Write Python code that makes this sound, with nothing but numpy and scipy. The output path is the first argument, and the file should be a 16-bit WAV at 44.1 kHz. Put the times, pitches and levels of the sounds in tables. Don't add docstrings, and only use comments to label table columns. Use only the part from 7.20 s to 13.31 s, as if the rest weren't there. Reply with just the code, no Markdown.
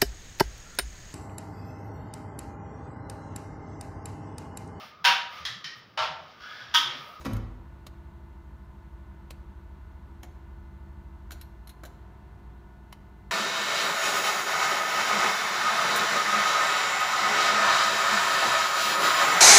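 import sys
import numpy as np
from scipy import signal
from scipy.fft import rfft, irfft
from scipy.io import wavfile
from scipy.ndimage import uniform_filter1d

SR = 44100
rng = np.random.default_rng(int(sys.argv[2]) if len(sys.argv) > 2 else 0)


def waveform_to_disk(signal):
    frames = np.transpose(np.atleast_2d(signal))
    scaled = np.clip(frames, -1, 1) * 32767
    samples = np.round(scaled).astype(np.int16)
    wavfile.write(sys.argv[1], SR, samples)


def boost_factor(decibels):
    exponent = np.asarray(decibels, float) / 20
    return 10 ** exponent


N = 269451
T = np.arange(N) / SR


# t/s, level/dB, rattle fade/s, thump level/dB, knock level/dB
BREAKER_BLOWS = [(.004, -48, 0.056, -4, -17), (.012, -45, 0.0053, 2, 4), (.0475, -34.5, 0.0049, -3, -9),
                 (.054, -31, 0.0035, -7.5, 5), (.060, -30.5, 0.0088, 4, -3), (.1065, -39, 0.0067, 21, 10)]
# f/Hz, level/dB, T60/s
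BREAKER_MODES = [(463, -2.5, 0.041), (670, -3.5, 0.015), (895, -11, 0.02), (1256, 4, 0.0073),
                 (2025, 4, 0.0042), (3050, -2.5, 0.0022), (3950, -5, 0.0076), (4500, -16, 0.0087),
                 (6850, -0.5, 0.012)]
# rattle rise/s, treble level/dB, treble loss per thump level [dB/dB]
BREAKER_CONTACT = (0.0033, -13, 0.53)


def breaker():
    return blows(BREAKER_BLOWS, BREAKER_MODES, BREAKER_CONTACT, crack_db=2.7, uneven_db=4.5, scrape_db=-6)


def blows(events, modes, contact, crack_db, uneven_db, scrape_db):
    out, size = np.zeros(N), 8192
    t, hz = T[:size], np.fft.rfftfreq(2 * size, 1 / SR)
    mode_hz, mode_db, t60 = np.transpose(modes)[:, :, None]
    rise, bright_db, dulling = contact
    for start_s, level_db, fade, thump_db, knock_db in events:
        detune, share = rng.standard_normal((2, len(modes), 1))
        shifted_hz = mode_hz * (1 + 0.008 * detune)
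        gain = boost_factor(mode_db + 2.5 * share - 60 * t / t60) / np.sqrt(t60)
        ring = np.sum(gain * np.sin(2 * np.pi * shifted_hz * t), axis=0)
        ring = ring / np.sqrt(np.sum(ring ** 2))
        body = rfft(ring, 2 * size) + boost_factor(crack_db)

        scrape = boost_factor(scrape_db * (1.0 - (t / rise) ** 2))
        envelope = np.where(t < rise, scrape, np.exp((rise - t) / fade))
        unevenness = boost_factor(uneven_db * rng.standard_normal(size))
        force = envelope * rng.standard_normal(size) * unevenness

        treble_db = bright_db - dulling * thump_db
        tilt = [(150, thump_db - 20), (320, thump_db), (750, thump_db), (1400, knock_db), (2500, 0), (5000, 0),
                (8000, treble_db), (13000, treble_db), (16000, treble_db - 3)]
        hit = irfft(rfft(force, 2 * size) * body * boost_factor(across(tilt, hz)))[:size]
        peak = np.sqrt(np.max(uniform_filter1d(hit ** 2, size=128)) * 2)
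        start = int(start_s * SR)
        out[start:start + size] += (hit * boost_factor(level_db) / peak)[:N - start]
    return out


def across(table, hz):
    at, value = np.transpose(table)
    return np.interp(np.log(np.maximum(hz, 1)), np.log(at), value)


# f/Hz, start t/s, swell time constant/s, level/dB (before swell and shudder), T60/s
CABINET_MODES = [(267.4, .057, 0.0044, -25.5, 0.27), (247, 0.087, 0.019, -34.5, 0.74),
                 (212.7, .06, 0.0037, -33, 0.56), (186.4, 0.12, 0.0088, -33, 0.41),
                 (327.6, .06, 0.038, -38, 0.75), (108.3, .09, 0.023, -26, 0.74),
                 (99.2, 0.064, 0.055, -33, 0.7), (139, 0.048, 0.0063, -33.5, 0.37),
                 (76.6, 0.0557, 0.035, -38, 1), (48.1, 0.11, 0.044, -27, 0.85)]


def cabinet():
    out = 0
    for hz, start, swell, level_db, t60 in CABINET_MODES:
        t = np.maximum(T - start, 0)
        envelope = boost_factor(level_db - 60 * t / t60) * (1 - np.exp(-t / swell))
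        shudder = boost_factor(1.7 * walk(22.4))
        out = out + envelope * shudder * np.sin(2 * np.pi * hz * t)
    return out


def walk(rate):
    hold = int(SR / rate)
    steps = np.repeat(rng.standard_normal(N // hold + 1), hold)
    return 1.3 * uniform_filter1d(uniform_filter1d(steps, hold), hold)[:N]


# t/s, level/dB, rattle fade/s, thump level/dB, knock level/dB
CONTACTOR_CLACKS = [(4.1073, -37, 0.0018, -1.5, 11.5), (4.1168, -39.5, .011, -2.5, -21),
                    (4.6343, -38.5, 0.0052, 11.5, 13.5), (4.6508, -43, .01, 1.5, -6)]
# t/s, level/dB, rattle fade/s, thump level/dB, knock level/dB
CONTACTOR_RELEASES = [(.1652, -40.5, 0.0019, -7, 9.5), (3.0298, -41, 0.0037, .5, 2),
                      (3.039, -52, 0.012, 5, 6)]
# f/Hz, level/dB, T60/s
CONTACTOR_MODES = [(289, 5, 0.12), (375, 6.5, 0.15), (442, 3.5, 0.063), (554, -9.5, 0.054),
                   (700, 9.5, 0.053), (818, 7, 0.06), (1580, -25, .008), (1860, 1.5, 0.0044),
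                   (2250, 5, 0.0062), (3200, -10, .005), (4280, 7.5, 0.0037), (6020, -5, 0.018),
                   (7200, 8.5, 0.0043), (12600, -27, 0.0032)]
# rattle rise/s, treble level/dB, treble loss per thump level [dB/dB]
CLACK_CONTACT = (0.0017, -1, 0.016)
RELEASE_CONTACT = (0.0038, -3, 0.23)


def contactor():
    clacks = blows(CONTACTOR_CLACKS, CONTACTOR_MODES, CLACK_CONTACT, 1.5, 2.5, -9)
    releases = blows(CONTACTOR_RELEASES, CONTACTOR_MODES, RELEASE_CONTACT, 1.5, 2.5, -9)
    return clacks + releases


# t/s, level/dB, rattle fade/s, thump level/dB, knock level/dB
HEAVY_RELAY_TICKS = [(.6645, -40, 0.0038, -7, -3), (2.1043, -38, 0.0035, -8.5, -7),
                     (5.7243, -38, .0027, -10, 0)]
LIGHT_RELAY_TICKS = [(.1325, -42.5, 0.0041, -9, -1), (4.2118, -42.5, 0.0069, -3, 2),
                     (4.4725, -45.5, .006, -7, 4), (4.4922, -46, 0.0094, -16, 9)]
# f/Hz, level/dB, T60/s
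HEAVY_RELAY_MODES = [(1120, 4.5, 0.004), (2326, -4.5, 0.017), (3140, -11, 0.011), (4070, -4.5, 0.017),
                     (4720, -7, 0.0021), (5640, -26, .003), (8800, -6.5, 0.0022), (11600, -8, 0.013)]
LIGHT_RELAY_MODES = [(4080, -5, 0.027), (4250, 1, 0.035), (5440, -9, 0.003), (6960, -7, 0.0042),
                     (8800, -28, 0.0056), (10400, -5, 0.006), (11430, 2.5, 0.0043), (12150, -8, 0.19),
                     (13100, 1, .004), (15000, -4, .003)]
# rattle rise/s, treble level/dB, treble loss per thump level [dB/dB]
HEAVY_RELAY_CONTACT = (.0036, -7.5, 0.01)
LIGHT_RELAY_CONTACT = (0.00074, -2, .01)


def relays():
    heavy = blows(HEAVY_RELAY_TICKS, HEAVY_RELAY_MODES, HEAVY_RELAY_CONTACT, 3, 3, -14)
    light = blows(LIGHT_RELAY_TICKS, LIGHT_RELAY_MODES, LIGHT_RELAY_CONTACT, -5, 2.5, -15)
    return heavy + light


# f/Hz without load, f/Hz with load
SHAFT_SPEED = (24.02, 23.97)
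# start t/s, end t/s
LOAD_TIMES = (4.235, 4.48)
# order, rms level/dB without load, rms level/dB with load (orders 2 and 3 before the throb)
SHAFT_ORDERS = [(1, -77, -91), (2, -57, -65), (3, -49, -68), (6, -60.5, -61), (8, -63.5, -69.5),
                (14, -63, -67.5), (16, -73.5, -69.5), (18, -88, -74.5), (27, -74.5, -75), (29, -110, -79),
                (30, -86.5, -71.5), (32, -85, -77)]


def generator():
    load = np.interp(T, LOAD_TIMES, (0, 1))
    shaft_hz = SHAFT_SPEED[0] + (SHAFT_SPEED[1] - SHAFT_SPEED[0]) * load
    throb_db = -4 + 1.49 * np.minimum(T, LOAD_TIMES[0])
    out = 0
    for order, idle_db, loaded_db in SHAFT_ORDERS:
        level_db = idle_db + (loaded_db - idle_db) * load
        if order in (2, 3):
            level_db = level_db + throb_db
        out = out + tone(order * shaft_hz, level_db, waver_db=1.3)
    return out


def tone(hz, level_db, waver_db):
    phase = 2 * np.pi * (np.cumsum(hz + 0 * T) / SR + rng.random())
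    return np.sqrt(2) * boost_factor(level_db + waver_db * walk(3.14)) * np.sin(phase)


STEADY_HZ = [59.35, 100.1, 200.2, 355.6, 882.5, 1022.6, 1167, 1300.8, 1460.9, 1494, 1753.1, 2045.3, 2761]
STEADY_DB = [-49, -60.5, -63, -78, -70.5, -73.5, -78.5, -78, -73, -77.5, -77.5, -78.5, -87.5]


def steady_tones():
    return sum(tone(hz, level_db, waver_db=0.94) for hz, level_db in zip(STEADY_HZ, STEADY_DB))


# f/Hz, spectral density level/dB per Hz
AIR_SPECTRUM = [(20, -89), (45, -71), (80, -73.5), (150, -80.5), (260, -85), (360, -87), (480, -97),
                (670, -92), (790, -96.5), (930, -85.5), (1150, -95.5), (1500, -97.5), (2300, -106),
                (4400, -113), (5000, -124), (16000, -140)]


def air():
    return boost_factor(0.51 * walk(2.61)) * coloured(AIR_SPECTRUM)


def coloured(spectrum):
    white = rng.standard_normal(N) * np.sqrt(SR / 2)
    gain = boost_factor(across(spectrum, np.fft.rfftfreq(N, 1 / SR)))
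    return irfft(rfft(white) * gain, N)


# f/Hz, T60/s
HOUSING_DECAY = [(300, 0.18), (3000, 0.072), (12000, 0.066)]


def housing():
    return echoes(HOUSING_DECAY, build_s=0.0028)


# f/Hz, T60/s
ROOM_DECAY = [(100, 1.0), (1000, 0.88), (4000, 0.54), (12000, 0.34)]


def room():
    return echoes(ROOM_DECAY, build_s=0.023)


def echoes(t60, build_s):
    t, tail = T[:SR], 0
    for hz in 63 * np.sqrt(2) ** np.arange(17):
        band = signal.butter(1, (hz / 1.19, hz * 1.19), "bandpass", fs=SR, output="sos")
        noise = signal.sosfilt(band, rng.standard_normal(SR))
        tail = tail + noise * boost_factor(-60 * t / across(t60, hz))
    tail = tail * (1 - np.exp(-t / build_s))
    return tail / np.sqrt(np.sum(tail ** 2))


def scene():
    housing_echo, room_echo = housing(), room()
    heard = cabinet() + generator() + steady_tones() + air()
    # source, housing echo level/dB, room echo level/dB
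    for part, housing_db, room_db in ((breaker(), -8, -6), (contactor(), -8, -13), (relays(), -10.5, -19)):
        response = boost_factor(housing_db) * housing_echo + boost_factor(room_db) * room_echo
        heard = heard + part + signal.fftconvolve(part, response)[:N]
    return heard[None]


# f/Hz, spectral density level/dB per Hz
HISS_SPECTRUM = [(1000, -125), (4000, -119), (6500, -118), (8000, -121), (10500, -124), (12500, -121),
                 (15500, -121)]


def microphone(dry):
    roll_off = signal.cheby2(10, 50, 16500, fs=SR, output="sos")
    return signal.sosfilt(roll_off, dry + coloured(HISS_SPECTRUM))


def low_pass(x):
    return signal.sosfilt(signal.butter(12, 16360, fs=SR, output="sos"), x)


def record(dry):
    mix = microphone(dry)
    return low_pass(mix)


dry = scene()
out = record(dry)
waveform_to_disk(out)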